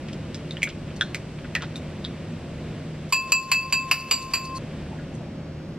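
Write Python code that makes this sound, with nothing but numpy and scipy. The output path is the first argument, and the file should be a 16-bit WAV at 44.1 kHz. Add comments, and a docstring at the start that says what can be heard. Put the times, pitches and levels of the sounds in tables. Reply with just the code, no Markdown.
"""In a kitchen with an extractor fan and a gas hob, eggs are cracked, beaten and poured into a warm pan.
Shells snap and crumble as short damped knocks and bursts of noise; a fork rings a ceramic bowl seven times,
made of decaying sine waves. The egg slides in over filtered noise, a low hum and a faint sizzle of bubbles.
A gain control turns loud moments down in three separate parts: cracking, beating and pouring."""
import sys
import numpy as np
from scipy import signal
from scipy.fft import rfft, irfft, next_fast_len
from scipy.io import wavfile
from scipy.ndimage import uniform_filter1d

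SR = 44100
rng = np.random.default_rng(int(sys.argv[2]) if len(sys.argv) > 2 else 0)


def file_out(sig):
    """Save sig as 16-bit WAV at sys.argv[1]."""
    # one column per channel
    cols = np.atleast_2d(sig).T
    # limit, then scale
    lim = np.clip(cols, -1, 1)
    pcm = np.round(lim * 32767).astype(np.int16)
    wavfile.write(sys.argv[1], SR, pcm)


N = 254898
T = np.arange(N) / SR  # time (s)
RING, BRIEF = T[:SR // 2], T[:SR // 8]  # time within a long and a short sound (s)

# Colour of the extractor fan and gas flame. Each row: frequency in Hz, relative level in dB.
KITCHEN_COLOUR = [(20, -23.5), (40, -8.5), (55, -14.5), (78, -7), (125, -5), (220, -5), (370, -13.5),
                  (420, -16), (600, -15.5), (780, -24.5), (1250, -28), (2700, -29), (6000, -43.5),
                  (15000, -57.5)]
# Tones of the hum. Each row: frequency in Hz, level in dB.
HUM_TONES = [(77, -50.5), (154.5, -40), (350, -51), (540, -57.5)]

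# The egg covers the hot pan: start (s), time it takes (s), change in the hiss (dB)
COVER_AT_S, COVER_S, COVER_DB = 4.9, 0.58, -8.5
# Fine spray of the frying vegetables. Each row: frequency in Hz, relative level in dB.
SPRAY_COLOUR = [(2000, -14.5), (5000, -9), (8000, 9), (12000, -19), (15000, -18)]
# Egg landing in the pan, with pockets of air and spits of fat.
# Each row: start in seconds, length in seconds, level in dB, pitch in Hz.
EGG_SPLATS = [(4.887, .08, -42, 720), (4.988, .01, -45, 1700), (5.141, 0.014, -45.5, 7040),
              (5.203, 0.072, -44, 753)]

# Eggshell snaps. Each row: start in seconds, pitch of the hollow egg in Hz, its level in dB,
# pitch of the shell in Hz, its level in dB, splinter level in dB, splinter tilt in dB per octave,
# crack level in dB.
SHELL_SNAPS = [(0.3451, 3700, -28.5, 5130, -30, -34.5, 9, -38),
               (0.509, 2130, -35.5, 3780, -23, -42, 10, -36), (0.569, 1914, -35, 3020, -26.5, -42, -2, -42),
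               (0.620, 2370, -19, 3500, -40, -44, 5, -40), (0.6302, 2240, -7.5, 3520, -25, -28, 18, -16.5),
               (1.0107, 1650, -11.5, 3520, -10.5, -30.5, 4, -24),
               (1.1464, 2110, -17.5, 3770, -43, -34, 7, -18),
               (1.552, 1990, -13.5, 2580, -14.5, -26, -1, -18),
               (1.758, 2570, -39, 3750, -25, -36.5, 15, -27.5), (2.044, 3040, -42, 3830, -28, -49, -7, -44),
               (2.049, 3650, -17, 4380, -28, -42, -5, -28)]
# Colour of the splinters before the tilt. Each row: frequency in Hz, relative level in dB.
SPLINTER_COLOUR = [(500, -37), (1500, 10.5), (3000, 3), (6500, 0), (10000, -19.5), (16000, -41)]
# Colour of the sudden crack. Each row: frequency in Hz, relative level in dB.
CRACK_COLOUR = [(800, -32), (1800, 4.5), (2800, 0), (5000, -5), (7500, -17), (11000, -22), (16000, -34)]
# Flakes of shell giving way as the thumbs pull the halves apart.
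# Each row: start in seconds, length in seconds, level in dB, pitch in Hz.
SHELL_CRACKLES = [(0.085, 0.015, -31, 3000), (0.13, 0.0065, -29.5, 4760), (0.673, 0.006, -26, 2320),
                  (0.69, 0.013, -28, 3900), (0.881, .008, -39, 1900), (0.903, 0.016, -36, 2350),
                  (.9628, .008, -35, 5500), (1.387, 0.00495, -37, 2300), (1.445, 0.011, -33, 2400),
                  (1.608, 0.014, -30, 2380), (1.621, 0.008, -26.5, 3500), (1.623, .018, -29, 1250),
                  (1.636, .014, -31, 2700)]
# Rings around the snaps: the opened shell, and near 4.2 kHz the bowl, brushed by the shell.
# Each row: start in seconds, pitch in Hz, level in dB, time to fade by 60 dB in seconds,
# sag as a share of the pitch, wobble as a share of the pitch.
SNAP_RINGS = [(0.634, 2165, -23, 0.15, 0.072, 0.051), (1.017, 1320, -16.5, 0.022, 0.099, 0.043),
              (.964, 4250, -44, .08, 0.037, .015), (1.013, 4170, -42.5, 0.32, .005, .003),
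              (1.152, 2100, -31, .06, .06, 0.093), (1.558, 1860, -22.5, 0.094, .02, .06)]

BEAT_START, BEAT_END = 3.09, 4.583  # the fork is heard between these times (s)
# Blows of the fork on the bowl. Each row: start in seconds, force in dB, clack in dB relative to the force,
# clack fade by 60 dB in seconds, contact time in seconds, tine pitch in Hz, tine level in dB relative
# to the force, thud in dB relative to the force, later swell of the second rim family in dB,
# then the level in dB of each of the four rim families, set by where the fork lands.
FORK_BLOWS = [(3.1239, -18, 13, 0.031, 0.0015, 12300, -3, 2, 5.5, 0, -3, 0, -2.5),
              (3.32, -15, 12.8, 0.019, 0.00072, 12200, -6.5, -1.5, 7, -2, -1, -2.5, 0),
              (3.5152, -14.5, 13.5, 0.029, 0.0015, 12200, -7, 0, 5.5, -7, -1.5, -0.5, -7.5),
              (3.7244, -15.5, 9.2, 0.031, 0.0012, 12800, -7, -0.5, 7, -2, -6, -7.5, -3.5),
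              (3.9126, -22.5, 19.9, 0.026, 0.00076, 14000, 9.5, 6, 0.5, 0, 4.5, 2, -6),
              (4.1106, -20, 17.9, 0.023, 0.0011, 13900, 7.5, -1.5, 1.5, -2.5, -7, 1, 1),
              (4.3351, -23.5, 9.5, 0.059, 0.0021, 13400, 4, 0, -3, 2.5, -0.5, 1, -4.5)]
# Ceramic bowl: four main rim modes (ways of ringing), then their close partners and the high modes.
# Each row: frequency in Hz, relative level in dB, time to fade by 60 dB in seconds.
BOWL_MODES = [(1053, -1.3, 1.4), (2616, 3.8, .46), (4740, -1, .22), (7320, -1.5, .18), (2619, -11, 1.0),
              (4733, -19, .7), (7330, -25, .5), (2580, -19, .2), (4770, -12, .35), (4700, -9, .22),
              (4620, -4, .07), (4520, -15, .25), (4170, -17, .25), (5430, -24, .22), (6200, -23, .12),
              (7290, -13, .2), (8620, -13, .12), (10340, -5, .18)]
# Pitches that part the four families of rim modes, in Hz.
FAMILY_LIMITS_HZ = [2000, 3500, 6000]
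# How strongly the steel tip drives each pitch. Each row: frequency in Hz, relative level in dB.
TIP_STRIKE = [(1050, -2.5), (2600, -2), (4700, 4), (7300, 5.5), (13000, -38)]
# The second rim family swells again (dips, if negative) shortly after the blow: delay (s), half length (s)
SWELL_AT_S, SWELL_S = 0.054, 0.042
# Steel tines. Each row: frequency in Hz, relative level in dB, time to fade by 60 dB in seconds.
STEEL_TINES = [(11550, -4, .14), (11950, 1, 0.12), (12480, -3, 0.08), (12890, -3, .07), (13150, -5, 0.12),
               (13830, -10, .14)]
TINE_REACH_HZ = 800  # tine modes this far from a blow's tine pitch ring at half strength
# Colour of the contact clack. Each row: frequency in Hz, relative level in dB.
CLACK_COLOUR = [(400, -15.5), (650, -8.5), (820, -13.5), (1080, -1.5), (1500, -7), (2000, -2.5), (2500, 10),
                (3300, -6), (3900, -7.5), (4600, 6), (5700, -8), (7300, 2.5), (9000, -14.5), (10200, -3.5),
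                (11000, -14.5), (11700, -5.5), (13500, -5.5), (16000, -30)]
# The wall thuds while the fork still presses on it: pitch (Hz), swell (cycles)
THUD_HZ, THUD_CYCLES = 1055, 3.6
# The fork sweeps through the egg: lead before the blow (s), half length (s), level (dB)
SWEEP_LEAD_S, SWEEP_S, SWEEP_DB = 0.02, 0.023, -41
# Colour of the sweep. Each row: frequency in Hz, relative level in dB.
SWEEP_COLOUR = [(250, -10), (550, 9), (900, -2), (2500, -3), (7000, -5), (13500, -16), (16000, -30)]
# Tines grazing the bowl between blows. Each row: middle of the graze in seconds, level in dB.
TINE_GRAZES = [(3.428, -40), (3.998, -37), (4.224, -39), (4.447, -39.5), (4.566, -36.5)]
# Colour of the grazing tines. Each row: frequency in Hz, relative level in dB.
GRAZE_COLOUR = [(1500, -29), (3700, -24), (4250, 2), (4750, -4), (5400, -9), (7900, -10), (10000, -12),
                (15500, -32)]
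GRAZE_S = 0.014  # half length of a graze (s)

# Gain control: reduction as the beating begins (dB), time over which loudness is sensed (s)
HELD_DB, SENSE_S = 6.5, .025
TOP_HZ = 16200  # nearly everything above this is cut


def undb(db):
    """Turn decibels into a plain gain."""
    return 10 ** (np.asarray(db) / 20)


def unit(x):
    """Scale to an rms (average strength) of 1."""
    return x / np.sqrt(np.mean(x ** 2))


def fade(t, t60):
    """Die away exponentially, by 60 dB in t60 seconds."""
    return np.exp(-np.log(1000) * t / t60)


def on_log(points, freqs):
    """Read between (Hz, value) points on a log-frequency axis."""
    f, value = np.transpose(points)
    return np.interp(np.log(freqs + 1), np.log(f), value)


def noise(points, size):
    """Make noise of rms 1, coloured by (Hz, relative dB) points."""
    spectrum = rfft(rng.standard_normal(size))
    colour = undb(on_log(points, np.fft.rfftfreq(size, 1 / SR)))
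    return unit(irfft(spectrum * colour, size))


def walk(rate, size=N):
    """Drift at random about zero, with `rate` new values per second joined by straight lines."""
    knots = rng.standard_normal(int(size / SR * rate) + 2)
    return np.interp(T[:size] * rate, np.arange(len(knots)), knots)


def add(track, s, sound):
    """Mix a sound in at time s (seconds)."""
    i = int(s * SR)
    track[i:i + len(sound)] += sound[:N - i]


def knock(hz, cycles, sag=0):
    """A heavily damped resonance that swells for a few cycles and dies, sinking in pitch by sag."""
    age = BRIEF * hz / cycles
    swell = age * np.exp(1 - age)  # peak 1
    pitch = hz * (1 + sag * np.exp(-age / 2) - sag / 2)
    return swell * np.sin(2 * np.pi * np.cumsum(pitch) / SR)


def around(hz, octaves, draw):
    """Turn a random draw from 0 to 1 into a pitch up to some octaves above or below hz."""
    return hz * 2 ** (octaves * (2 * draw - 1))


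def cluster(length, hz, cycles, spread_octaves, uneven_db, count):
    """A run of tiny knocks about one pitch; the first leads, the others follow at random and weaker."""
    out = np.zeros(len(RING))
    add(out, 0, knock(hz, cycles))
    for when, pitch, size in rng.random((count, 3)):
        add(out, when * length, undb(-uneven_db * size) * knock(around(hz, spread_octaves, pitch), cycles))
    return out


def room(x, wet_db, t60=0.18, near_db=-8, near_t60=0.085, gap=.005, width=0.18):
    """Direct sound, quick reflections from worktop and cupboards, and the short tail of the kitchen."""
    far = fade(RING, t60) * undb(wet_db) / np.sqrt(t60)
    near = fade(RING, near_t60) * undb(near_db) / np.sqrt(near_t60)
    tail = (far + near) * np.sqrt(2 * np.log(1000) / SR)
    wait = np.zeros(int(gap * SR))

    def echo():
        """Smear the sound with a fresh noisy tail."""
        return signal.fftconvolve(x, np.r_[wait, tail * rng.standard_normal(len(RING))])[:N]

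    mid, side = echo(), echo()
    return x + mid + width * np.array([side, -side])


def covered():
    """Share of the pan that lies under egg, 0-1."""
    return np.clip((T - COVER_AT_S) / COVER_S, 0, 1)


def kitchen(rush_db=-35.5, side_db=-53, waver=0.2, wander_hz=3, hiss_edge_hz=1800):
    """The extractor hums and rushes unevenly; flame and pan hiss above it until the egg covers the pan."""
    rush = noise(KITCHEN_COLOUR, N) * undb(rush_db + 1.05 * walk(4.413))
    high_pass = signal.butter(1, hiss_edge_hz, "high", fs=SR, output="sos")
    hiss = signal.sosfilt(high_pass, rush)
    # the hiss is already in the rush, so only its change is added
    rush = rush + hiss * (undb(COVER_DB * covered()) - 1)
    hum = np.zeros(N)
    for hz, db in HUM_TONES:
        size = undb(db) * np.sqrt(2) * (1 + waver * walk(13))
        hum += size * np.sin(2 * np.pi * np.cumsum(hz + wander_hz * walk(20)) / SR)
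    side_colour = [(50, 0.0), (130, -16.0), (230, 22.5), (450, 19.0), (900, 13.5),
                   (2000, 3), (5000, 7.5), (15000, -27.0)]  # (Hz, relative dB)
    side = undb(side_db) * noise(side_colour, N)  # opposite in left and right
    return rush + hum + np.array([side, -side])


def bubbles(count, start, end, hz, db, cycles, spread_db=3, spread_octaves=.35):
    """Small bubbles burst at random between two times, each a knock with its own pitch and strength."""
    out = np.zeros(N)
    for when, pitch, size in rng.random((count, 3)):
        level = undb(db - spread_db * np.log(size + 0.176))
        add(out, start + when * (end - start), level * knock(around(hz, spread_octaves, pitch), cycles))
    return out


def pan(spray_db=-63, smother_db=-10, late_hiss_db=-75, late_hiss_at_s=5.4, late_hiss_rise_s=0.33):
    """Vegetables sizzle; the egg plops in and smothers their spray; a very faint high hiss rises late."""
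    sizzle = bubbles(count=480, start=0, end=5.25, hz=7500, db=-60, cycles=.6, spread_octaves=.7)
    spray = noise(SPRAY_COLOUR, N) * undb(spray_db + smother_db * covered())
    gurgle = bubbles(count=40, start=4.6, end=5.7, hz=1900, db=-54, cycles=2, spread_octaves=.6)
    # a very faint, uneven high hiss rises near the end
    late_hiss = noise([(4000, -25), (8000, -6), (12000, 3), (16000, -25)], N)  # (Hz, relative dB)
    late_hiss = late_hiss * unit(undb(5 * walk(900)))
    late_hiss = late_hiss * undb(late_hiss_db) * np.clip((T - late_hiss_at_s) / late_hiss_rise_s, 0, 1)
    splats = np.zeros(N)
    for s, length, db, hz in EGG_SPLATS:
        splat = cluster(length, hz, cycles=2.0, spread_octaves=0.36, uneven_db=2.0, count=6)
        add(splats, s, undb(db) * splat)
    return spray + room(sizzle + gurgle + splats + late_hiss, wet_db=-5.5)


def wobbling_ring(hz, t60, sag, wobble, sag_s=0.013, rise_s=0.0011, waver_db=3):
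    """An opened shell or brushed bowl: an uneven fading sine that wobbles and settles onto its pitch."""
    pitch = hz * (1 + sag * np.exp(-RING / sag_s) + wobble * walk(450, len(RING)))
    size = (1 - np.exp(-RING / rise_s)) * fade(RING, t60) * undb(waver_db * walk(235, len(RING)))
    return size * np.sin(2 * np.pi * np.cumsum(pitch) / SR)


def shell_splinters(tilt, crumble_t60=0.06, grain_db=6):
    """Tiny splinters: fading noise whose loudness jumps at random every 32 samples."""
    steps = np.repeat(rng.standard_normal(len(BRIEF)), 32)[:len(BRIEF)]
    grains = unit(undb(grain_db * steps))
    colour = [(hz, db + tilt * np.log2(hz)) for hz, db in SPLINTER_COLOUR]
    return noise(colour, len(BRIEF)) * grains * fade(BRIEF, crumble_t60)


def eggshell(cavity_cycles=1.7, shell_cycles=2.74, sag=0.15, crumb_db=-18, crumb_s=0.0062, crack_t60=0.0037):
    """Each snap cracks, knocks the hollow egg and its shell, and sheds crumbs; flakes crackle too."""
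    out = np.zeros(N)
    for s, cavity_hz, cavity_db, shell_hz, shell_db, splinter_db, tilt, crack_db in SHELL_SNAPS:
        snap = undb(cavity_db) * knock(cavity_hz, cavity_cycles, sag)
        snap += undb(shell_db) * knock(shell_hz, shell_cycles, sag)
        snap += undb(splinter_db) * shell_splinters(tilt)
        snap += undb(crack_db) * noise(CRACK_COLOUR, len(BRIEF)) * fade(BRIEF, crack_t60)
        add(out, s, snap)
        # the fracture runs on in smaller, later steps, pitched between cavity and shell
        for wait, pitch in rng.random(size=(7, 2)):
            level = undb(max(cavity_db, shell_db) + crumb_db) * (1 - wait)
            crumb = knock(cavity_hz + pitch * (shell_hz - cavity_hz), 0.31)
            add(out, s - crumb_s * np.log(1 - wait), level * crumb)
    for s, length, db, hz in SHELL_CRACKLES:
        crackle = cluster(length, hz, cycles=0.61, spread_octaves=0.76, uneven_db=5.5, count=8)
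        add(out, s, undb(db) * crackle)
    for s, hz, db, t60, ring_sag, wobble in SNAP_RINGS:
        add(out, s, undb(db) * wobbling_ring(hz, t60, ring_sag, wobble))
    return room(out, wet_db=-15, t60=0.25, near_db=-8.5, near_t60=0.05, width=0.12)


def bowl_ring(family_db, swell_db, detune=0.00029, slosh_per_khz=0.26, slosh_rate=90, tilt_db=3.0, tilt_rate=14):
    """One blow's rim modes, as fading sines; close partners beat against each other."""
    ring = np.zeros(len(RING))
    # the second family swells again shortly after the blow
    swell = swell_db * np.exp(-((RING - SWELL_AT_S) / SWELL_S) ** 2)
    for hz, db, t60 in BOWL_MODES:
        pitch = hz * (1 + detune * rng.standard_normal())
        family = np.searchsorted(FAMILY_LIMITS_HZ, hz)  # 0-3
        gain = undb(db + on_log(TIP_STRIKE, hz) + family_db[family] + swell * (family == 1))
        # sloshing egg and the moving bowl make the short waves waver most
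        depth = np.minimum(slosh_per_khz * hz / 1000, 1) * (1 if family > 1 else .5)
        waver = depth * walk(slosh_rate, len(RING))
        angle = 2 * np.pi * (pitch * RING + rng.random())
        # the bowl rocks in the hand, so each mode comes and goes
        rocking = undb(tilt_db * walk(tilt_rate, len(RING)))
        ring += gain * rocking * fade(RING, t60) * (np.sin(angle) + waver * np.cos(angle))
    return ring


def tine_ring(pitch_hz, flutter=0.33):
    """The steel tines sing briefly near one pitch and flutter as they chatter on the glaze."""
    ring = np.zeros(len(RING))
    for hz, db, t60 in STEEL_TINES:
        nearness = 1 / (1 + ((hz - pitch_hz) / TINE_REACH_HZ) ** 2)
        size = undb(db) * nearness * fade(RING, t60) * (1 + flutter * walk(270, len(RING)))
        ring += size * np.sin(2 * np.pi * (hz * RING + rng.random()))
    return ring


def rub(colour, half_s, grain_db=3):
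    """Gritty friction: noise that swells and fades about the middle of its length."""
    grit = unit(undb(grain_db * walk(403, len(BRIEF))))
    swell = np.exp(-((BRIEF - BRIEF.mean()) / half_s) ** 2)
    return noise(colour, len(BRIEF)) * grit * swell


def fork(damp_s=0.0094):
    """The fork sweeps through the egg and clacks on the wall; where it lands decides which modes ring."""
    rings, clacks = np.zeros(N), np.zeros(N)
    half = BRIEF.mean()  # puts the middle of a rub at the wanted time
    for (s, force_db, clack_db, clack_t60, contact_s, tine_hz, tine_db, thud_db, swell_db,
         *family_db) in FORK_BLOWS:
        touch = 1 - np.exp(-RING / contact_s)
        # the new contact damps what was still ringing
        rings[int(s * SR):] *= fade(T[:N - int(s * SR)], damp_s)
        ring = bowl_ring(family_db, swell_db) + undb(tine_db) * tine_ring(tine_hz)
        add(rings, s, undb(force_db) * touch * ring)
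        add(rings, s, undb(force_db + thud_db) * knock(THUD_HZ, THUD_CYCLES))
        clack = touch[:len(BRIEF)] * noise(CLACK_COLOUR, len(BRIEF)) * fade(BRIEF, clack_t60)
        add(clacks, s, undb(force_db + clack_db) * clack)
        add(clacks, s - SWEEP_LEAD_S - half, undb(SWEEP_DB) * rub(SWEEP_COLOUR, SWEEP_S))
    for s, db in TINE_GRAZES:
        add(clacks, s - half, undb(db) * rub(GRAZE_COLOUR, GRAZE_S))
    rings = room(rings, wet_db=-21, t60=.4, near_db=-24, near_t60=.05, width=1)
    return rings + room(clacks, wet_db=-10.5, t60=0.74, near_db=-3.0, near_t60=0.096, width=0.075)


def ports(air, corner_hz=4800, most=2.69):
    """The two microphone ports agree in the bass and fall out of step (radians) in the treble."""
    size = next_fast_len(N + SR)
    rise = (np.fft.rfftfreq(size, 1 / SR) / corner_hz) ** 4
    turn = most * rise / (1 + rise)
    # half the turn goes to each side, in opposite directions
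    return irfft(rfft(air, size) * np.exp(.5j * np.array([-turn, turn])), size)[:, :N]


def turned_down(x, held_db=None, threshold_db=-20.0, slope=0.98, release_db_per_s=9):
    """Gain reduction in dB: it follows loud sound up, from held_db if given, and creeps back slowly."""
    step = 1 / (SENSE_S * SR)
    power = signal.lfilter([step], [1, step - 1], np.mean(x ** 2, axis=0))
    over = np.maximum(slope * (10 * np.log10(power + 1e-12) - threshold_db), 0)
    if held_db is not None:
        over[0] = held_db
    creep = release_db_per_s * T[:len(over)]
    return np.maximum.accumulate(over + creep) - creep


def scene():
    """Kitchen and pan run throughout, shells crack, and the fork is heard only during the beating."""
    beating = (T > BEAT_START) & (T < BEAT_END)
    return ports(kitchen() + pan() + eggshell() + fork() * beating)


def record(dry):
    """Each part has its own gain control; the beating begins already turned down. 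The top is cut."""
    edges = [int(BEAT_START * SR), int(BEAT_END * SR)]
    cracking, beating, pouring = np.split(dry, edges, axis=1)
    down_db = np.hstack([turned_down(cracking), turned_down(beating, held_db=HELD_DB), turned_down(pouring)])
    # a short average softens the steps in gain
    levelled = dry * undb(-uniform_filter1d(down_db, size=128))
    low_pass = signal.ellip(8, .2, 80, TOP_HZ, fs=SR, output="sos")
    return signal.sosfilt(low_pass, levelled)


dry = scene()
out = record(dry)
file_out(out)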